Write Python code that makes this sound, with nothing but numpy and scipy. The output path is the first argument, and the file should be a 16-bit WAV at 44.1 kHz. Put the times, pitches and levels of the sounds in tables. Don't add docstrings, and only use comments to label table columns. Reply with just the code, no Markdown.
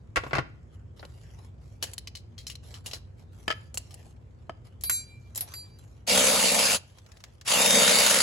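import sys
import numpy as np
from scipy import signal
from scipy.fft import rfft, irfft, next_fast_len
from scipy.io import wavfile
from scipy.ndimage import uniform_filter1d, map_coordinates

SR = 44100
rng = np.random.default_rng(int(sys.argv[2]) if len(sys.argv) > 2 else 0)


def pcm_store(signal):
    levels = np.round(np.clip(np.atleast_2d(signal), -1, 1) * 32767)
    wavfile.write(sys.argv[1], SR, levels.astype(np.int16).T)


N = 362502
TIME = np.arange(N) / SR


def gain_of(db):
    return 10 ** (np.asarray(db) / 20)


def evened(x):
    return x / np.sqrt(np.mean(x ** 2) + 1e-20)


def read(points, hz):
    point_hz, value = np.transpose(points)
    return np.interp(np.log(hz + 1), np.log(point_hz + 1), value)


def level(rows, column):
    rows = np.array(rows)
    return gain_of(np.interp(TIME, rows[:, 0], rows[:, column], left=-200, right=-200))


def add(mix, start_s, sound):
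    part = mix[:, max(round(start_s * SR), 0):][:, :sound.shape[-1]]
    part += sound[..., :part.shape[-1]]


def panned(x, db):
    return x * gain_of([[db / 2], [-db / 2]])


def narrowed(pair, apart):
    return (pair[0] + apart * np.array([pair[1], -pair[1]])) / np.hypot(1, apart)


def colour(x, *spectra, size=4096):
    hz = abs(np.fft.fftfreq(size, 1 / SR))
    log_gain = np.log(gain_of(sum(read(points, hz) for points in spectra)))
    taps = np.fft.ifft(np.exp(np.conj(signal.hilbert(log_gain)))).real
    return signal.oaconvolve(np.atleast_2d(x), taps[None], axes=1)[:, :x.shape[-1]]


def resonances(modes, between_db):
    hz = np.arange(0, SR / 2, 10)
    power = sum(gain_of(db) ** 2 / (1 + (2 * (hz - centre) / width) ** 2) for centre, width, db in modes)
    return np.transpose([hz, 10 * np.log10(power + gain_of(between_db) ** 2)])


def wander(hz):
    slowness = 1 + (np.fft.rfftfreq(N, 1 / SR) / hz) ** 4
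    return evened(irfft(rfft(rng.standard_normal(N)) / slowness, N))


def shifting(x, patchy_db=2.5):
    z = signal.stft(x, nperseg=512)[2]
    patches = rng.standard_normal(z.shape[1:])
    patches = uniform_filter1d(patches, size=5, axis=0)
    patches = evened(uniform_filter1d(patches, size=12, axis=1))
    return signal.istft(z * gain_of(patchy_db * patches), nperseg=512)[1][:, :N]


def burst(t60_s, size=8192):
    decay = gain_of(-60 * np.arange(size) / SR / max(t60_s, .002))
    return rng.standard_normal((2, size)) * decay


ONSET_S = 0.00047


def hit(spectra, bass_db, treble_db, t60_s, crack_db, chatter_db):
    tone = [(700, bass_db), (2000, 0.0021), (5000, 0.013), (8500, treble_db)]
    ring = burst(t60_s)
    chatter = evened(uniform_filter1d(rng.standard_normal(ring.shape[1]), size=110))
    ring = ring * gain_of(chatter_db * np.clip(chatter, -2, 2))
    ring = ring + gain_of(crack_db) * burst(0.0099)
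    ring = ring * (1 - np.exp(-TIME[:ring.shape[1]] / ONSET_S))
    return colour(narrowed(ring, 0.67), tone, *spectra) / np.hypot(1, gain_of(crack_db))


# [freq_hz, relative_db]
RUMBLE_SPECTRUM = [(15, -43.5), (25, -39.5), (58, 0), (87, -3), (108, -1.5), (214, -21.5), (234, -15.5),
                   (265, -24), (356, -23.5), (409, -26.5), (539, -29.5), (574, -38.5), (1000, -57),
                   (1300, -91.5), (2200, -120)]
# [freq_hz, relative_db]
AIR_SPECTRUM = [(100, -25), (500, 3.5), (1000, -4), (2400, -14.5), (4000, -28.5), (8000, -19), (16000, -53)]


def workshop(hum_hz=94, rumble_db=-49, hum_db=-55, air_db=-68):
    noise = narrowed(rng.standard_normal((2, N)), 0.62)
    rumble = evened(colour(noise, RUMBLE_SPECTRUM, [(1000, 2.5), (2000, -32.0)], size=16384))
    hum_gain = gain_of(hum_db + 1.1 * wander(4.5))
    hum = hum_gain * np.sin(2 * np.pi * hum_hz * TIME + 0.48 * wander(6.8))
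    air = evened(colour(narrowed(rng.standard_normal((2, N)), 1.0), AIR_SPECTRUM))
    swell = level([(0, 2.5), (3, 2.5), (5.9, 1), (6.9, -3.5), (8.3, -4)], column=1)
    return swell * (gain_of(rumble_db) * rumble + hum) + gain_of(air_db) * air


# [start_s, length_s, level_db]
STROKES = [(0.197, 0.17, -63), (0.718, 0.025, -65.5), (0.957, 0.51, -64.5), (1.596, 0.17, -68),
           (1.811, 0.088, -50.5), (2.624, 0.15, -55.5), (2.839, 0.12, -52.5), (3.166, .05, -67),
           (3.311, 0.36, -65.5), (3.764, 0.34, -62.5), (4.64, 0.031, -60), (4.95, 0.69, -71),
           (5.368, 0.067, -56), (5.462, 0.078, -53), (5.62, 0.37, -69.5), (6.75, 0.6, -67.5)]
STROKE_RISE_S, STROKE_T60_S = 0.02, 0.13


def stroking():
    force = np.zeros(N)
    for start_s, length_s, level_db in STROKES:
        rise = np.clip((TIME - start_s) / STROKE_RISE_S, 0, 1)
        after_s = np.maximum(TIME - start_s - length_s, 0)
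        force = force + rise * gain_of(level_db - 60 * after_s / STROKE_T60_S)
    return force


# [freq_hz, relative_db]
RUB_SPECTRUM = [(200, 3), (700, 6), (1500, -2.5), (3000, -2), (5000, -3), (7500, -1), (11000, -5.5),
                (13000, -12.5), (16000, -28.5)]
# [freq_hz, relative_db]
LIGHT_TOUCH = [(2000, -2.5), (4000, -6), (8000, -13.5)]


def rubbing(grains_per_s=900, spread_db=5.5, hiss_db=2, snags_per_s=14, snag_db=9, handling_db=-73):
    slips = gain_of(spread_db * np.minimum(rng.exponential(1, N), 4))
    slips = slips * (rng.random(N) < grains_per_s / SR)
    grain_decay = np.exp(-TIME[None, :500] / 0.0012)
    grains = signal.oaconvolve(slips[None] ** 2, grain_decay, axes=1)[0, :N]
    snags = rng.random(N) * (rng.random(N) < snags_per_s / SR)
    snags = signal.oaconvolve(snags, np.exp(-TIME[:2000] / .005))[:N]
    force = evened(np.sqrt(abs(grains))) + gain_of(hiss_db) + 2 * gain_of(snag_db) * snags
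    noise = narrowed(force * rng.standard_normal((2, N)), 0.66)
    scrape = colour(noise, RUB_SPECTRUM, resonances(CLIP_MODES, between_db=5.5))
    scrape = evened(shifting(scrape, patchy_db=4.0))
    handling = gain_of(handling_db) * evened(colour(scrape, LIGHT_TOUCH))
    return stroking() * scrape + handling


# [freq_hz, relative_db]
DULL_SPECTRUM = [(40, 16.5), (150, 8), (350, 11.5), (600, 12.5), (1200, 7), (2300, 5), (3200, -2.5),
                 (6000, -7.5), (10000, -10), (16000, -38)]
# [freq_hz, width_hz, relative_db]
KNOCK_MODES = [(131, 18, -1.5), (813, 17, -9.5), (1113, 47, 2.5), (1416, 88, 0.5), (1630, 43, -6.5),
               (2010, 240, -5), (2700, 93, -2)]
# [start_s, level_db, bass_db,
# treble_db]
KNOCKS = [(0.1591, -10.5, -13, -9), (0.168, -11, -2.5, -13.5), (0.236, -27.5, 4.5, -13.5),
          (0.265, -33.5, 8, -14), (0.309, -30, 4, -29), (0.3317, -14, -0.5, -20),
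          (0.352, -13.5, -2.5, -14.5), (0.3681, -19.5, 1, -18), (0.383, -14.5, 0.5, -18),
          (1.028, -36, 6, -25), (4.8959, -18.5, -17.5, -28), (5.537, -34.5, -14, -18)]


def knocks(trim_db=7, bass_trim_db=-1, treble_trim_db=9, t60_s=0.073):
    out = np.zeros((2, N))
    spectra = [DULL_SPECTRUM, resonances(KNOCK_MODES, between_db=-9.5)]
    for start_s, level_db, bass_db, treble_db in KNOCKS:
        knock = hit(spectra, bass_db + bass_trim_db, treble_db + treble_trim_db, t60_s,
                    crack_db=4, chatter_db=1.0)
        add(out, start_s, gain_of(level_db + trim_db) * knock)
    thump = colour(out, [(80, -15.5), (135, 12.5), (190, 8.0), (350, -21), (1000, -62.5)])
    return panned(out + gain_of(-13.0) * thump, 1.5)


# [freq_hz, width_hz, relative_db]
CONNECTOR_MODES = [(660, 47, -3.5), (1300, 49, 1), (1740, 67, -5.5), (3080, 150, 0), (4910, 37, 2),
                   (6570, 110, -28.5), (7900, 390, -14)]
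# [start_s, level_db, bass_db, treble_db]
CLACKS = [(3.4792, -19, -6, -6.5), (3.502, -14.5, -11, -12), (3.5141, -16.5, -23, -13),
          (3.5216, -26.5, -4.5, -16), (4.4946, -36, 6, -12.5)]


def clacks(trim_db=10, bass_trim_db=2, treble_trim_db=9, t60_s=0.05):
    out = np.zeros((2, N))
    shell = [DULL_SPECTRUM, resonances(CONNECTOR_MODES, between_db=-15)]
    for start_s, level_db, bass_db, treble_db in CLACKS:
        clack = hit(shell, bass_db + bass_trim_db, treble_db + treble_trim_db, t60_s,
                    crack_db=1, chatter_db=7)
        add(out, start_s, gain_of(level_db + trim_db) * clack)
    return panned(out, 1.6)


# [freq_hz, width_hz, relative_db]
CLIP_MODES = [(1204, 150, -16), (2560, 120, -20.5), (2930, 33, -5), (3170, 170, -2), (4050, 270, -9),
              (4110, 200, -0.5), (5290, 210, -4.5), (5800, 100, -2.5), (7700, 220, -10.5), (9740, 750, 1),
              (11050, 200, -1.5)]


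def ping(treble_db, t60_s, spot_db=4, detune=0.038):
    t = TIME[:SR // 4]
    out = np.zeros((2, len(t)))
    for mode_hz, _, level_db in CLIP_MODES:
        size, tuning, left, right = rng.standard_normal(4)
        db = level_db + spot_db * size + read([(5000, 0.0016), (8500, treble_db)], mode_hz)
        phase = 2 * np.pi * mode_hz * (1 + detune * tuning) * t + .5 * np.array([[left], [right]])
        out += gain_of(db - 60 * t / max(t60_s, .01)) * np.sin(phase)
    return out


# [freq_hz, relative_db]
BRIGHT_SPECTRUM = [(100, -34), (500, -8.5), (1300, -14.5), (2000, -6), (3000, -9.5), (4300, -3), (5500, -3),
                   (7500, 3), (10000, 1), (12000, -5), (16000, -14)]
# [start_s, level_db, bass_db, treble_db, t60_s, pitch_hz of the struck part]
CLICKS = [(0.9942, -41, 11, -36, 0.057, 4220), (1.051, -40, 11, -16, 0.027, 4150),
          (1.826, -22.5, -1, -9, 0.096, 2950), (1.9345, -32.5, -11, -0.5, .025, 6850),
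          (1.9806, -23.5, -35, -7.5, 0.031, 4050), (2.073, -27.5, -32, -19.5, .045, 2900),
          (2.1522, -31.5, -31, -14, 0.098, 4150), (2.38, -38, -26, -13.5, 0.16, 4030),
          (2.468, -30, -25, -9.5, 0.086, 5670), (2.4992, -31.5, -25, -12, 0.096, 2800),
          (2.5542, -35, -25, -14, 0.032, 4230), (2.7411, -37.5, -10, -15, 0.12, 3190),
          (2.8609, -31, -2, -6, .11, 3240), (2.9122, -29, -16, -18, 0.044, 3240),
          (2.933, -26.5, -2, -13, 0.1, 4200), (3.743, -36.5, 6, -1, .055, 6800),
          (3.7736, -22.5, -5, -3.5, 0.037, 7700), (3.908, -44.5, -17, -9, 0.094, 3040),
          (3.9414, -39.5, -3, -3.5, 0.027, 8600), (4.81, -46, -20, -4.5, 0.088, 7400),
          (5.349, -39, -18, -3, .046, 7500), (5.3577, -35.5, 0.5, 2, .09, 7500)]
REBOUND_SHARE, REBOUND_DB = .14, -9


def clip_spectra():
    return [BRIGHT_SPECTRUM, resonances(CLIP_MODES, between_db=-0.5)]


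def clicks(trim_db=5, bass_trim_db=9, treble_trim_db=4, ping_db=-12, ping_length=0.7,
           part_db=6, part_width=0.17):
    out, clips = np.zeros((2, N)), clip_spectra()
    for start_s, level_db, bass_db, treble_db, t60_s, pitch_hz in CLICKS:
        part = resonances([(pitch_hz, part_width * pitch_hz, part_db)], between_db=0.5)
        for late_s, weaker_db in [(0, 0), (REBOUND_SHARE * t60_s, REBOUND_DB)]:
            click = hit(clips + [part], bass_db + bass_trim_db, treble_db + treble_trim_db, t60_s,
                        crack_db=4, chatter_db=3)
            add(out, start_s + late_s, gain_of(level_db + weaker_db + trim_db) * click)
        add(out, start_s, gain_of(level_db + ping_db) * ping(treble_db, t60_s * ping_length))
    return panned(out, 2.2)


# [freq_hz, relative_db, t60_s]
STEEL_MODES = [(2357, -20, 1.8), (4050, 0, 0.37), (4664, -6.5, 0.42), (5730, -15, 0.26), (6293, -8, 0.26),
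               (7420, 0, 0.29), (9580, 8.5, 0.26), (10970, 0, 0.25), (11760, 6.5, 0.15), (13200, -8, 0.24),
               (14650, -7, 0.17)]
# [start_s, contact_db before trim, low_db (near 4 kHz), middle_db (near 4.7 kHz),
#                 upper_db (near 7 kHz), high_db (above 9 kHz), free_s until the hand damps it]
CLINKS = [(4.837, -27, -37.5, -32, -59, -32.5, 0.045), (4.897, -26, -33.5, -31, -22.5, -27.5, 0.37),
          (5.376, -27.5, -53, -69, -49, -34, 0.0048), (5.408, -27, -60, -56, -61, -31.5, 0.012),
          (5.539, -39.5, -51, -32, -44.5, -47, 0.3), (5.788, -66, -58, -61, -56.5, -66, 0.026)]


def clink_contacts(trim_db=5):
    out, clips = np.zeros((2, N)), clip_spectra()
    for start_s, contact_db, *_ in CLINKS:
        click = hit(clips, bass_db=2.5, treble_db=-12, t60_s=0.1, crack_db=3.5, chatter_db=0.0)
        add(out, start_s, gain_of(contact_db + trim_db) * click)
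    return panned(out, 2.2)


def clinks(damp_s=0.016, beat_hz=5, twin=0.86, jangle_db=1, jangle_s=0.0058):
    out, t = np.zeros((2, N)), TIME[:SR]
    for start_s, _, low_db, middle_db, upper_db, high_db, free_s in CLINKS:
        place = [(4100, low_db), (4650, middle_db), (5800, upper_db), (7500, upper_db), (9600, high_db)]
        ring = 0
        for mode_hz, level_db, t60_s in STEEL_MODES:
            start, split, left, right = rng.standard_normal(4)
            beat = 1 - twin * np.exp(2j * np.pi * beat_hz * (1 + 0.34 * split) * t)
            jangle = gain_of(jangle_db) * np.exp(-t / jangle_s)
            phase = 2 * np.pi * (mode_hz * t + start) + .5 * np.array([[left], [right]])
            decay = gain_of(level_db + read(place, mode_hz) - 60 * t / t60_s)
            ring = ring + decay * ((beat + jangle) * np.exp(1j * phase)).real
        add(out, start_s, ring * np.exp(-np.maximum(t - free_s, 0) / damp_s))
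    return panned(out, -1)


# [start_s, level_db]
TICKS = [(6.898, -48), (6.985, -36.5), (7.063, -40), (7.118, -37.5), (7.17, -40), (7.204, -39),
         (7.239, -27), (7.412, -31)]


def socket_ticks():
    out = np.zeros((2, N))
    spectrum = [(500, -15), (1500, -6.5), (3000, -7.5), (7000, -6.5), (14000, -24.5)]
    for start_s, level_db in TICKS:
        add(out, start_s, gain_of(level_db) * colour(narrowed(burst(0.041), 0.65), spectrum))
    return panned(out, 2.2)


# [pressed_s, released_s, spin_up_s (time constant), tightest_s (thread tightest),
#                 clatter_db, shake_db, whine_db (at the tightest thread, before trims)]
PULLS = [(6.065, 6.745, .014, 6.18, -24, -28, -36.5), (7.446, 8.3, .035, 7.746, -23, -28, -29)]
MOTOR_HZ = [462.3, 460.5]
COAST_S, STOP_S = .3, .025
# (power of the speed, dB per s lost either side of the tightest thread)
CLATTER_LAW, SHAKE_LAW, WHINE_LAW = (1.9, 4), (4.2, 13.5), (20, 27)


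def drive():
    speed_hz, gains = np.full(N, MOTOR_HZ[0]), np.zeros((3, N))
    for (pressed_s, released_s, spin_up_s, tightest_s, *levels_db), full_hz in zip(PULLS, MOTOR_HZ):
        share = 1 - np.exp(-np.maximum(TIME - pressed_s, 0) / spin_up_s)
        idle_s = np.maximum(TIME - released_s, 0)
        running = (TIME > pressed_s) & (idle_s < COAST_S / 2)
        speed_hz = np.where(running, full_hz * share * np.exp(-idle_s / COAST_S), speed_hz)
        stop = np.exp(-(idle_s / STOP_S) ** 2)
        laws = [CLATTER_LAW, SHAKE_LAW, WHINE_LAW]
        for gain, level_db, (power, easing) in zip(gains, levels_db, laws):
            gain += share ** power * gain_of(level_db - easing * abs(TIME - tightest_s)) * stop
    return speed_hz, gains


def passes(turns):
    return np.diff(np.floor(turns), prepend=np.floor(turns[0]))


# [share_of_swing, relative_db]
PAWL_BLOWS = [(0, -10), (.25, -11.5), (.51, -14.5), (.76, -7)]
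# [freq_hz, relative_db]
HEAD_SPECTRUM = [(300, -10.5), (700, 1.5), (1000, -0.5), (1600, -2.5), (2100, 0), (2800, 0), (3400, -1),
                 (4500, -1.5), (7000, -1), (8200, 2.5), (9200, 2.5), (10400, 4), (11600, -6),
                 (15600, -18.5)]
# [freq_hz, width_hz, relative_db]
CASING_MODES = [(921, 24, -0.5), (1460, 62, -2.5), (2790, 410, -4.5), (3690, 6.3, 0.5), (4630, 310, 0.5),
                (6224, 52, 2.5), (6770, 230, -8), (7160, 670, -3.5)]


def clatter(swings, loose_db=3.0, slop=.03, ring_t60_s=0.064, grind_db=-3, mesh_db=-7, count=6):
    blows = sum(gain_of(db) * passes(swings - share + slop * wander(90)) for share, db in PAWL_BLOWS)
    blows = blows * gain_of(loose_db * np.clip(rng.standard_normal(N), -2, 2))
    tooth = rng.integers(0, count, N)
    rings = 0
    for k in range(count):
        tooth_blows = (blows * (tooth == k))[None]
        rings = rings + signal.oaconvolve(tooth_blows, burst(ring_t60_s), axes=1)[:, :N]
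    grind = rng.standard_normal((2, N)) * gain_of(2 * wander(400))
    teeth = rng.standard_normal((2, 680))
    mesh = np.array([map_coordinates(row, [swings % 1 * len(row)], mode="grid-wrap") for row in teeth])
    metal = evened(rings) + gain_of(grind_db) * evened(grind) + gain_of(mesh_db) * evened(mesh)
    metal = shifting(narrowed(metal, 0.5))
    return evened(colour(metal, HEAD_SPECTRUM, resonances(CASING_MODES, between_db=-3.5)))


# [freq_hz, relative_db]
SHAKE_SPECTRUM = [(40, -47), (65, -42), (120, -10.5), (195, 7), (225, 8.5), (260, 2), (350, -15),
                  (410, -8.5), (460, 8), (590, 10.5), (660, -3), (950, -20), (1500, -22.5), (4000, -45)]


def shake(swings, loose_db=3.0, rattle_db=-1, rattles_per_s=170):
    kicks = passes(swings + 0.012 * wander(30))
    kicks = kicks * gain_of(loose_db * np.clip(rng.standard_normal(N), -2, 2))
    decay = np.exp(-TIME[None, :900] / 0.0023)
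    starts = (rng.random((1, N)) < rattles_per_s / SR) * 1.
    jolts = signal.oaconvolve(starts, decay, axes=1)[:, :N]
    rattles = narrowed(jolts * rng.standard_normal((2, N)), 0.73)
    return evened(colour(evened(kicks) + gain_of(rattle_db) * evened(rattles), SHAKE_SPECTRUM))


GEAR_RATIO = 57 / 8
# [multiple_of_motor_speed, relative_db]
WHINE = [(1, -8.5), (2, -10.5), (4, -9.5), (8, 3.5), (16, -18)]


def ratchet(flutter=.0015, waver_db=1.0, head_trim_db=4.0):
    speed_hz, (clatter_gain, shake_gain, whine_gain) = drive()
    turns = np.cumsum(speed_hz * (1 + flutter * wander(25))) / SR
    whine = sum(gain_of(db + waver_db * wander(35)) * np.sin(2 * np.pi * k * turns) for k, db in WHINE)
    swings = turns / GEAR_RATIO
    head = gain_of(head_trim_db) * clatter_gain * clatter(swings)
    body = shake_gain * shake(swings)
    return panned(head, 0.62) + panned(body, -0.35) + whine_gain * whine


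# [freq_hz, t60_s]
SHOP_T60 = [(100, 1), (500, 0.31), (2000, 0.45), (6000, 0.36), (15000, 0.14)]


def room(x):
    noise = rng.standard_normal((2, SR)) * (TIME[:SR] > .008)
    hz, t, z = signal.stft(noise, SR, nperseg=256)
    tail = signal.istft(z * gain_of(-60 * t / read(SHOP_T60, hz)[:, None]), SR, nperseg=256)[1]
    return signal.fftconvolve(x.mean(0)[None], tail / np.linalg.norm(tail[0]), axes=1)[:, :N]


def scene():
    background = workshop() + rubbing()
    dull = knocks()
    sharp = clacks() + clicks() + clink_contacts() + clinks() + socket_ticks()
    tool = ratchet()
    wet = room(gain_of(-17.0) * dull + gain_of(-19.5) * sharp + gain_of(-25.5) * tool)
    return background + dull + sharp + tool + wet


# [freq_hz, left_lead_rad]
STEREO_PHASE = [(0, 0), (5800, 0), (6400, .6), (8000, -1.8), (9000, -3.14), (10000, -4.4), (11300, -6.28),
                (13200, -9.42), (14700, -12.57)]
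# [freq_hz, side_db]
STEREO_WIDTH = [(60, -12.5), (130, -7), (250, -0.5), (800, 1.5), (5500, 2), (9000, -14), (13000, -4.5)]
EDGE_HZ = 16100


def record(dry):
    size = next_fast_len(N + SR // 4)
    hz = np.fft.rfftfreq(size, 1 / SR)
    left, right = rfft(dry, size)
    mid = (left + right) / 2
    side = (left - right) / 2 * gain_of(read(STEREO_WIDTH, hz))
    turn = np.exp(.5j * np.interp(hz, *np.transpose(STEREO_PHASE)))
    pair = irfft(np.array([(mid + side) * turn, (mid - side) / turn]), size)[:, :N]
    pair = signal.sosfilt(signal.butter(3, 45, "highpass", fs=SR, output="sos"), pair)
    band_limit = signal.firwin(511, EDGE_HZ, window=("kaiser", 9), fs=SR)
    return signal.oaconvolve(pair, band_limit[None], "same")


dry = scene()
out = record(dry)
pcm_store(out)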